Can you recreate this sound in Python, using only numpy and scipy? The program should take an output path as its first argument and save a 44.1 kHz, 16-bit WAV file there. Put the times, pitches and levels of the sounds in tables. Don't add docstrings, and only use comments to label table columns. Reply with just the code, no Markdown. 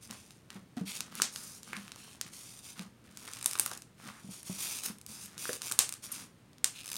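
import sys
import numpy as np
from scipy import signal
from scipy.io import wavfile
from scipy.ndimage import uniform_filter1d

SR = 44100
rng = np.random.default_rng(int(sys.argv[2]) if len(sys.argv) > 2 else 0)


def put_to_file(sound):
    columns = np.atleast_2d(sound).T
    safe = np.clip(columns, -1, 1)
    whole_steps = np.round(safe * 32767)
    wavfile.write(sys.argv[1], SR, whole_steps.astype(np.int16))


N = 307377
TIME = np.arange(N) / SR
EDGE_HZ = 16100

# start t/s, length/s, level halfway/dB, swell from start to end/dB,
# mellow part relative to the level/dB, slips at the start/(1/s)
PEEL_STROKES = [(0.005, 0.053, -52, 2, -19.5, 325), (0.112, 0.28, -62, -15, -7, 227),
                (0.851, 0.07, -46.5, 2.5, 3, 460), (0.927, 0.045, -44, 2, -3, 405),
                (1.144, 0.055, -53, -1.5, 5, 410), (1.309, 0.27, -48.5, -3.5, -39, 610),
                (1.617, 0.25, -61, 0, -1.5, 360), (1.958, 0.19, -58, -2, -1, 350),
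                (2.312, 0.29, -51.5, -6, -11.5, 490), (2.62, 0.096, -50.5, 2.5, -7.5, 850),
                (3.166, 0.25, -53, 6, -6, 122), (3.477, 0.3, -49.5, -0.5, -22, 65),
                (3.97, 0.32, -62, 1.5, -6, 600), (4.29, 0.115, -50.5, -5, -11, 546),
                (4.44, .15, -46, 1, -11.5, 513), (4.577, 0.22, -40, -3, -8.5, 455),
                (4.815, 0.05, -37.5, 2, -20, 550), (5.066, .2, -49, -1.5, -17, 490),
                (5.375, .18, -42, 0, -10, 463), (5.612, 0.1, -42, -2, -8.5, 178),
                (6.018, 0.038, -43, 0.5, -13.5, 570), (6.106, 0.13, -47.5, -10, -11, 470),
                (6.723, 0.097, -58.5, 4, 9, 260), (6.826, 0.23, -42, 13.5, -8, 88)]
# start t/s, length/s, level halfway/dB, swell from start to end/dB,
# whether the lump rests on the table (True/False)
SQUEEZE_STROKES = [(0.087, 0.068, -53.5, -8, False), (0.495, 0.075, -58, 2, True),
                   (0.765, 0.043, -52, -15, False), (0.951, 0.14, -57.5, -4, True),
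                   (1.106, 0.14, -52, 2.5, True), (1.339, 0.3, -63.5, -12, True),
                   (1.666, 0.6, -62.5, -18, True), (2.236, 0.029, -57.5, 11.5, True),
                   (2.752, 0.075, -54, 0, True), (3.031, .2, -63.5, 4.5, True),
                   (3.228, 0.515, -55, 3.5, False), (3.964, 0.12, -59, 22.5, True),
                   (4.87, 0.031, -49, -6, True), (5.08, 0.286, -63, 7, True),
                   (5.595, 0.37, -58.5, -3, False), (6.081, 0.16, -55.5, -2, True)]
# start t/s, length/s, level halfway/dB,
# swell from start to end/dB, middle of the ringing band f/Hz
SQUELCH_STROKES = [(1.722, .04, -47.5, -3, 1680), (4.026, .16, -59, 3, 1330)]
# t/s, level before trim and filter/dB, f/Hz
SNAP_EVENTS = [(0.11, -40, 5740), (0.3075, -50, 4560), (0.5039, -43, 3730), (1.0064, -31, 6160),
               (1.1533, -39, 10700), (1.2197, -15.5, 6440), (1.3605, -36, 5120), (1.6317, -46.5, 7650),
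               (1.767, -39.5, 4080), (1.88, -46, 3200), (1.919, -42, 4540), (1.96, -49, 5900),
               (2.2128, -31, 6230), (2.794, -39.5, 3710), (3.1727, -43, 6940), (3.2773, -43, 3303),
               (3.3349, -40, 7780), (3.4273, -38.5, 8350), (3.444, -38, 8550), (3.4599, -19.5, 9820),
               (3.5121, -34.5, 8920), (3.5333, -33.5, 9500), (3.5549, -37, 3430), (3.588, -36, 8870),
               (3.5969, -17.5, 10200), (3.6617, -28.5, 10450), (3.715, -39.5, 5440), (3.735, -44.5, 6220),
               (3.821, -45.5, 7390), (4.431, -46.5, 8930), (4.985, -53, 9100), (5.014, -49, 8500),
               (5.0644, -42, 10200), (5.259, -45, 11500), (5.3798, -41.5, 6090), (5.5312, -35, 7470),
               (5.619, -34.5, 6415), (5.715, -32.5, 8080), (5.7221, -27, 9660), (5.7903, -10, 7700),
               (5.8922, -35, 9150), (5.925, -35, 8340), (5.939, -39.5, 7900), (6.532, -59, 4480),
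               (6.583, -55.5, 5000), (6.6438, -18, 7640)]
# t/s, level/dB, starting f/Hz
PLOP_EVENTS = [(1.2, -20.5, 1309), (1.732, -19.5, 1970), (3.285, -33.5, 1600), (3.371, -35.5, 1735),
               (3.46, -25.5, 907), (3.554, -28.5, 1211), (3.596, -29, 796), (3.663, -24.5, 1479),
               (3.715, -27, 1659), (4.101, -36.5, 1090), (5.455, -24, 1521), (5.493, -21, 1707),
               (5.714, -25.5, 1497), (5.7898, -32, 1331)]
# t/s, peak level/dB, f/Hz, time the soft contact takes to build/s
BUMP_EVENTS = [(0.099, -41.5, 218, 0.0043), (0.554, -39, 200, 0.0066), (0.77, -30.5, 237, 0.0015),
               (0.811, -27.5, 190.5, 0.0023), (1.765, -41.5, 202, 0.0073), (2.795, -37, 191.5, 0.0034),
               (4.054, -46, 210.7, 0.0043), (4.244, -40, 192.6, 0.0022), (4.288, -36.5, 184.9, 0.0018),
               (4.496, -30.5, 187.2, 0.0017), (4.9, -38, 200.2, 0.002), (5.092, -45, 207, 0.0037)]
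# delay/s, level/dB
FIRST_REFLECTIONS = [(.0083, -17), (0.0156, -21)]
# f/Hz, relative level/dB
CRISP_COLOUR = [(1500, -15), (3500, -12), (5200, -3.5), (6700, -3), (7700, -7.5), (10000, -5), (16000, -24)]
# f/Hz, relative level/dB
MELLOW_COLOUR = [(900, -28.5), (1900, -21), (2600, -11), (4200, -13.5), (6500, -23), (16000, -31.5)]
# f/Hz, relative level/dB
FIZZ_COLOUR = [(7000, -24), (11000, 1.5), (16000, -6.5)]
# f/Hz, relative level/dB
SQUISH_COLOUR = [(120, -9.5), (350, -5.5), (700, -14), (1250, 2), (1900, -3.5), (3500, -5), (16000, -19)]
# f/Hz, relative level/dB
HUSH_COLOUR = [(25, -15.5), (50, -11.5), (80, 1), (200, 2), (640, -13), (2600, -20), (16000, -34.5)]

PEEL_ATTACK_S, PEEL_RELEASE_DB_PER_S = 0.028, 450
SQUEEZE_ATTACK_S, SQUEEZE_RELEASE_DB_PER_S = 0.014, 337
LET_GO_SLOWING = 0.68
GRIP_WAVER_DB = 1.17
PEEL_WETNESS_DB, SETTLING_DB = -18.5, -79


def pulling(rest_db=-88, rest_slips_per_s=200):
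    power = np.full(N, gain_of(rest_db) ** 2)
    mellow_power = np.zeros(N)
    weighted_slips = power * rest_slips_per_s
    for s, length, db, swell_db, mellow_db, per_s in PEEL_STROKES:
        gain, progress = stroke(length, db, swell_db, PEEL_ATTACK_S, PEEL_RELEASE_DB_PER_S)
        slowing = 1 - LET_GO_SLOWING * progress ** 4
        add(power, s, gain ** 2)
        add(mellow_power, s, (gain * gain_of(mellow_db)) ** 2)
        add(weighted_slips, s, gain ** 2 * per_s * slowing)
    grip = gain_of(GRIP_WAVER_DB * drift(size=300))
    return grip * np.sqrt(power), grip * np.sqrt(mellow_power), weighted_slips / power


def peeling(pull, mellow_pull, slips_per_s, jitter_per_s=48, uneven_db=1.96, burst_s=0.0024, click=3,
            crisp_db=-3, mellow_db=-3, fizz_db=14, fizz_growth=1.544,
            mirror_s=0.000788, wander=0.088, mirror_db=-10):
    jitter = jitter_per_s / (slips_per_s + jitter_per_s)
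    slip_count = np.cumsum(slips_per_s * np.exp(jitter * drift(size=200))) / SR
    strength = gain_of(uneven_db * rng.standard_normal(N))[slip_count.astype(int)]
    tearing = strength * np.exp(-(slip_count % 1) / slips_per_s / burst_s)
    release = click * strength * np.diff(np.floor(slip_count), prepend=0)
    threads = release + tearing * rng.standard_normal(N)
    crisp = gain_of(crisp_db) * pull * steadied(colour(threads, CRISP_COLOUR))
    mellow = gain_of(mellow_db) * mellow_pull * steadied(colour(threads, MELLOW_COLOUR))
    fine_threads = steadied(colour(tearing * rng.standard_normal(N), FIZZ_COLOUR))
    fizz = gain_of(fizz_db) * pull ** fizz_growth * fine_threads
    rasp = crisp + mellow + fizz
    return rasp + gain_of(mirror_db) * delayed(rasp, mirror_s * SR * (1 + wander * drift(size=7000)))


def pressing(pull):
    power = gain_of(SETTLING_DB) ** 2 + (gain_of(PEEL_WETNESS_DB) * pull) ** 2
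    table_power = np.zeros(N)
    for s, length, db, swell_db, on_table in SQUEEZE_STROKES:
        gain, _ = stroke(length, db, swell_db, SQUEEZE_ATTACK_S, SQUEEZE_RELEASE_DB_PER_S)
        add(power, s, gain ** 2)
        add(table_power, s, on_table * gain ** 2)
    return np.sqrt(power), np.sqrt(table_power)


def squishing(press, per_s=550, spread_db=-0.5, level_db=-1):
    return gain_of(level_db) * press * steadied(colour(ticks(per_s, spread_db), SQUISH_COLOUR))


def crackling(press, per_s=70, spread_db=1.0, level_db=-7):
    return gain_of(level_db) * press * evened(colour(ticks(per_s, spread_db), CRISP_COLOUR))


def bubbling(press, per_s=80, spread_db=3.5, low_hz=900, high_hz=2100, cycles=0.61, level_db=-6, count=7):
    t = TIME[:SR // 100]
    bubbles = np.zeros(N)
    for hz in np.geomspace(low_hz, high_hz, count):
        bubbles += signal.oaconvolve(ticks(per_s / count, spread_db), ring(hz, cycles / hz, t))[:N]
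    return gain_of(level_db) * press * evened(bubbles)


def squelching(q=1.23, per_s=1600, spread_db=0.0):
    out = np.zeros(N)
    for s, length, db, swell_db, hz in SQUELCH_STROKES:
        gain, _ = stroke(length, db, swell_db, SQUEEZE_ATTACK_S, SQUEEZE_RELEASE_DB_PER_S)
        widening = 1 + 0.5 / q
        gap = signal.butter(2, [hz / widening, hz * widening], "band", fs=SR)
        spurts = ticks(per_s, spread_db)[:len(gain)]
        add(out, s, gain * evened(signal.lfilter(*gap, spurts)))
    return out


def snaps(life_s=0.000085, low_hz=900, high_hz=15000, trim_db=-1, size=176):
    out, t = np.zeros(N), np.arange(size) / SR
    for s, db, hz in SNAP_EVENTS:
        add(out, s, gain_of(db + trim_db) * evened(ring(hz, life_s, t)))
    return signal.lfilter(*signal.butter(1, [low_hz, high_hz], "band", fs=SR), out)


def plops(cycles=1.0, glide=0.099, size=700):
    out, t = np.zeros(N), np.arange(size) / SR
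    for s, db, hz in PLOP_EVENTS:
        rising_hz = hz * (1 + glide * t / t[-1])
        add(out, s, gain_of(db) * ring(rising_hz, cycles / hz, t))
    return out


def table_bounce(x, delay_s=0.00074, wander=0.11):
    return 0.5 * delayed(x, delay_s * SR * (1 + wander * drift(size=9000)))


def scatter(x, life_s=0.001, level_db=-3, low_hz=4500, high_hz=10000):
    keep = np.exp(-1 / (life_s * SR))
    band = signal.butter(1, [low_hz, high_hz], "band", fs=SR)
    power = signal.lfilter([1 - keep], [1, -keep], signal.lfilter(*band, x) ** 2)
    noise = evened(signal.lfilter(*band, rng.standard_normal(N)))
    return gain_of(level_db) * np.sqrt(power) * noise


def hollow(s=5.493, hz=480, width_hz=230, pop_db=-27, pop_s=0.0046, puff_db=-42, puff_s=0.026):
    t, out = TIME[:SR // 5], np.zeros(N)
    band = signal.butter(2, [hz - width_hz / 2, hz + width_hz / 2], "band", fs=SR)
    air = evened(signal.lfilter(*band, rng.standard_normal(len(t))))
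    pop = gain_of(pop_db) * ring(hz, pop_s, t)
    puff = gain_of(puff_db) * air * np.exp(-t / puff_s)
    add(out, s, pop + puff)
    return out


def squeak(s=6.116, length_s=0.01275, base_start_hz=2400, base_end_hz=2000, level_db=-36):
    turns = np.cumsum(np.linspace(base_start_hz, base_end_hz, round(length_s * SR))) / SR
    flutter = sum(np.sin(2 * np.pi * k * turns) / (1 + abs(k - 5)) for k in range(3, 7))
    out = np.zeros(N)
    add(out, s, gain_of(level_db) * evened(flutter) * signal.windows.tukey(len(turns)))
    return out


def bumps(life_s=0.011, thud_db=-13, thud_s=0.0017):
    out, t = np.zeros(N), np.arange(SR // 5) / SR
    band = signal.butter(2, [100, 500], "band", fs=SR)
    dull = evened(signal.lfilter(*band, rng.standard_normal((len(BUMP_EVENTS), len(t)))))
    for (s, db, hz, rise_s), noise in zip(BUMP_EVENTS, dull):
        boom = ring(hz, life_s + rise_s, t)
        thud = gain_of(thud_db) * noise * np.exp(-t / (thud_s + 2 * rise_s))
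        blow = (boom + thud) * (1 - np.exp(-t / rise_s))
        add(out, s, gain_of(db) * blow / abs(blow).max())
    return out


def knock(s=0.77, hz=721, life_s=0.013, level_db=-42):
    out = np.zeros(N)
    add(out, s, gain_of(level_db) * ring(hz, life_s, TIME[:SR // 5]))
    return out


def thrumming(press, low_hz=155, high_hz=235, level_db=-3):
    band = signal.butter(2, [low_hz, high_hz], "band", fs=SR)
    return gain_of(level_db) * press * evened(signal.lfilter(*band, rng.standard_normal(N)))


def room(x, wet_db, t60_s=0.23, onset_s=0.0096, top_hz=11000, count=3):
    t, out = TIME[:SR // 2], x.copy()
    for k in range(count):
        tail = rng.standard_normal(len(t)) * gain_of(-60 * t / t60_s) * (1 - np.exp(-(t / onset_s) ** 2))
        tail = signal.lfilter(*signal.butter(1, top_hz, fs=SR), tail)
        share = np.sqrt(2 / count) * np.cos(np.pi * (TIME + k / count))
        out += gain_of(wet_db) * signal.oaconvolve(x * share, tail / np.linalg.norm(tail))[:N]
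    for delay_s, db in FIRST_REFLECTIONS:
        add(out, delay_s, gain_of(db) * x)
    return out


def background_hush(level_db=-61.0):
    return gain_of(level_db) * evened(colour(rng.standard_normal(N), HUSH_COLOUR))


def background_hum(hz=120, peak_db=-67.0):
    return gain_of(peak_db) * np.sin(2 * np.pi * hz * TIME)


def stroke(length, db, swell_db, attack_s, release_db_per_s):
    t = np.arange(0, length + 1 / 4, 1 / SR)
    progress = np.minimum(t / length, 1)
    level_db = db + swell_db * (progress - 0.5) - release_db_per_s * np.maximum(t - length, 0)
    return np.minimum(t / attack_s, 1) * gain_of(level_db), progress


def ticks(per_s, spread_db):
    size = gain_of(spread_db * np.minimum(rng.exponential(1, N), 4))
    return size * rng.choice([-1, 1], N) * (rng.random(N) < per_s / SR)


def ring(hz, life_s, t):
    return np.sin(2 * np.pi * hz * t) * np.exp(-t / life_s)


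def drift(size):
    return evened(uniform_filter1d(uniform_filter1d(rng.standard_normal(N), size), size))


def delayed(x, delay_samples):
    return np.interp(np.arange(N) - np.round(delay_samples), np.arange(N), x)


def colour(x, points, size=2048):
    hz, db = np.transpose(points)
    bin_hz = abs(np.fft.fftfreq(size, 1 / SR)) + 1
    log_gain = np.log(gain_of(np.interp(np.log(bin_hz), np.log(hz), db)))
    response = np.fft.ifft(np.exp(signal.hilbert(log_gain).conj())).real[:size // 2]
    return signal.oaconvolve(x, response)[:N]


def steadied(x, size=1300):
    power = uniform_filter1d(uniform_filter1d(x ** 2, size), size)
    return x / np.sqrt(abs(power) + 1e-9)


def evened(x):
    return x / np.sqrt(np.mean(x ** 2) + 1e-20)


def gain_of(db):
    return 10 ** (np.asarray(db) / 20)


def add(mix, s, sound):
    part = mix[max(round(s * SR), 0):][:len(sound)]
    part += sound[:len(part)]


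def scene():
    pull, mellow_pull, slips_per_s = pulling()
    press, table_press = pressing(pull)
    kneading = peeling(pull, mellow_pull, slips_per_s) + squishing(press) + crackling(press) + bubbling(press)
    pops = snaps() + plops()
    slime = room(kneading + squelching() + squeak() + hollow() + pops, wet_db=-11)
    slime += table_bounce(pops) + scatter(pops)
    slime = signal.lfilter(*signal.butter(2, 130, "high", fs=SR), slime)
    table = bumps() + knock() + thrumming(table_press)
    table = signal.lfilter(*signal.butter(2, 70, "high", fs=SR), table)
    mono = slime + room(table, wet_db=-9) + background_hush() + background_hum()
    return np.array([mono, mono])


def record(dry, ring_hz=8880, width_hz=480, ceiling=0.5):
    heard = dry + signal.lfilter(*signal.iirpeak(ring_hz, ring_hz / width_hz, fs=SR), dry)
    heard = ceiling * np.tanh(heard / ceiling)
    band_limit = signal.firwin(511, EDGE_HZ, window=("kaiser", 9), fs=SR)
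    return signal.oaconvolve(heard, band_limit[None], "same")


dry = scene()
out = record(dry)
put_to_file(out)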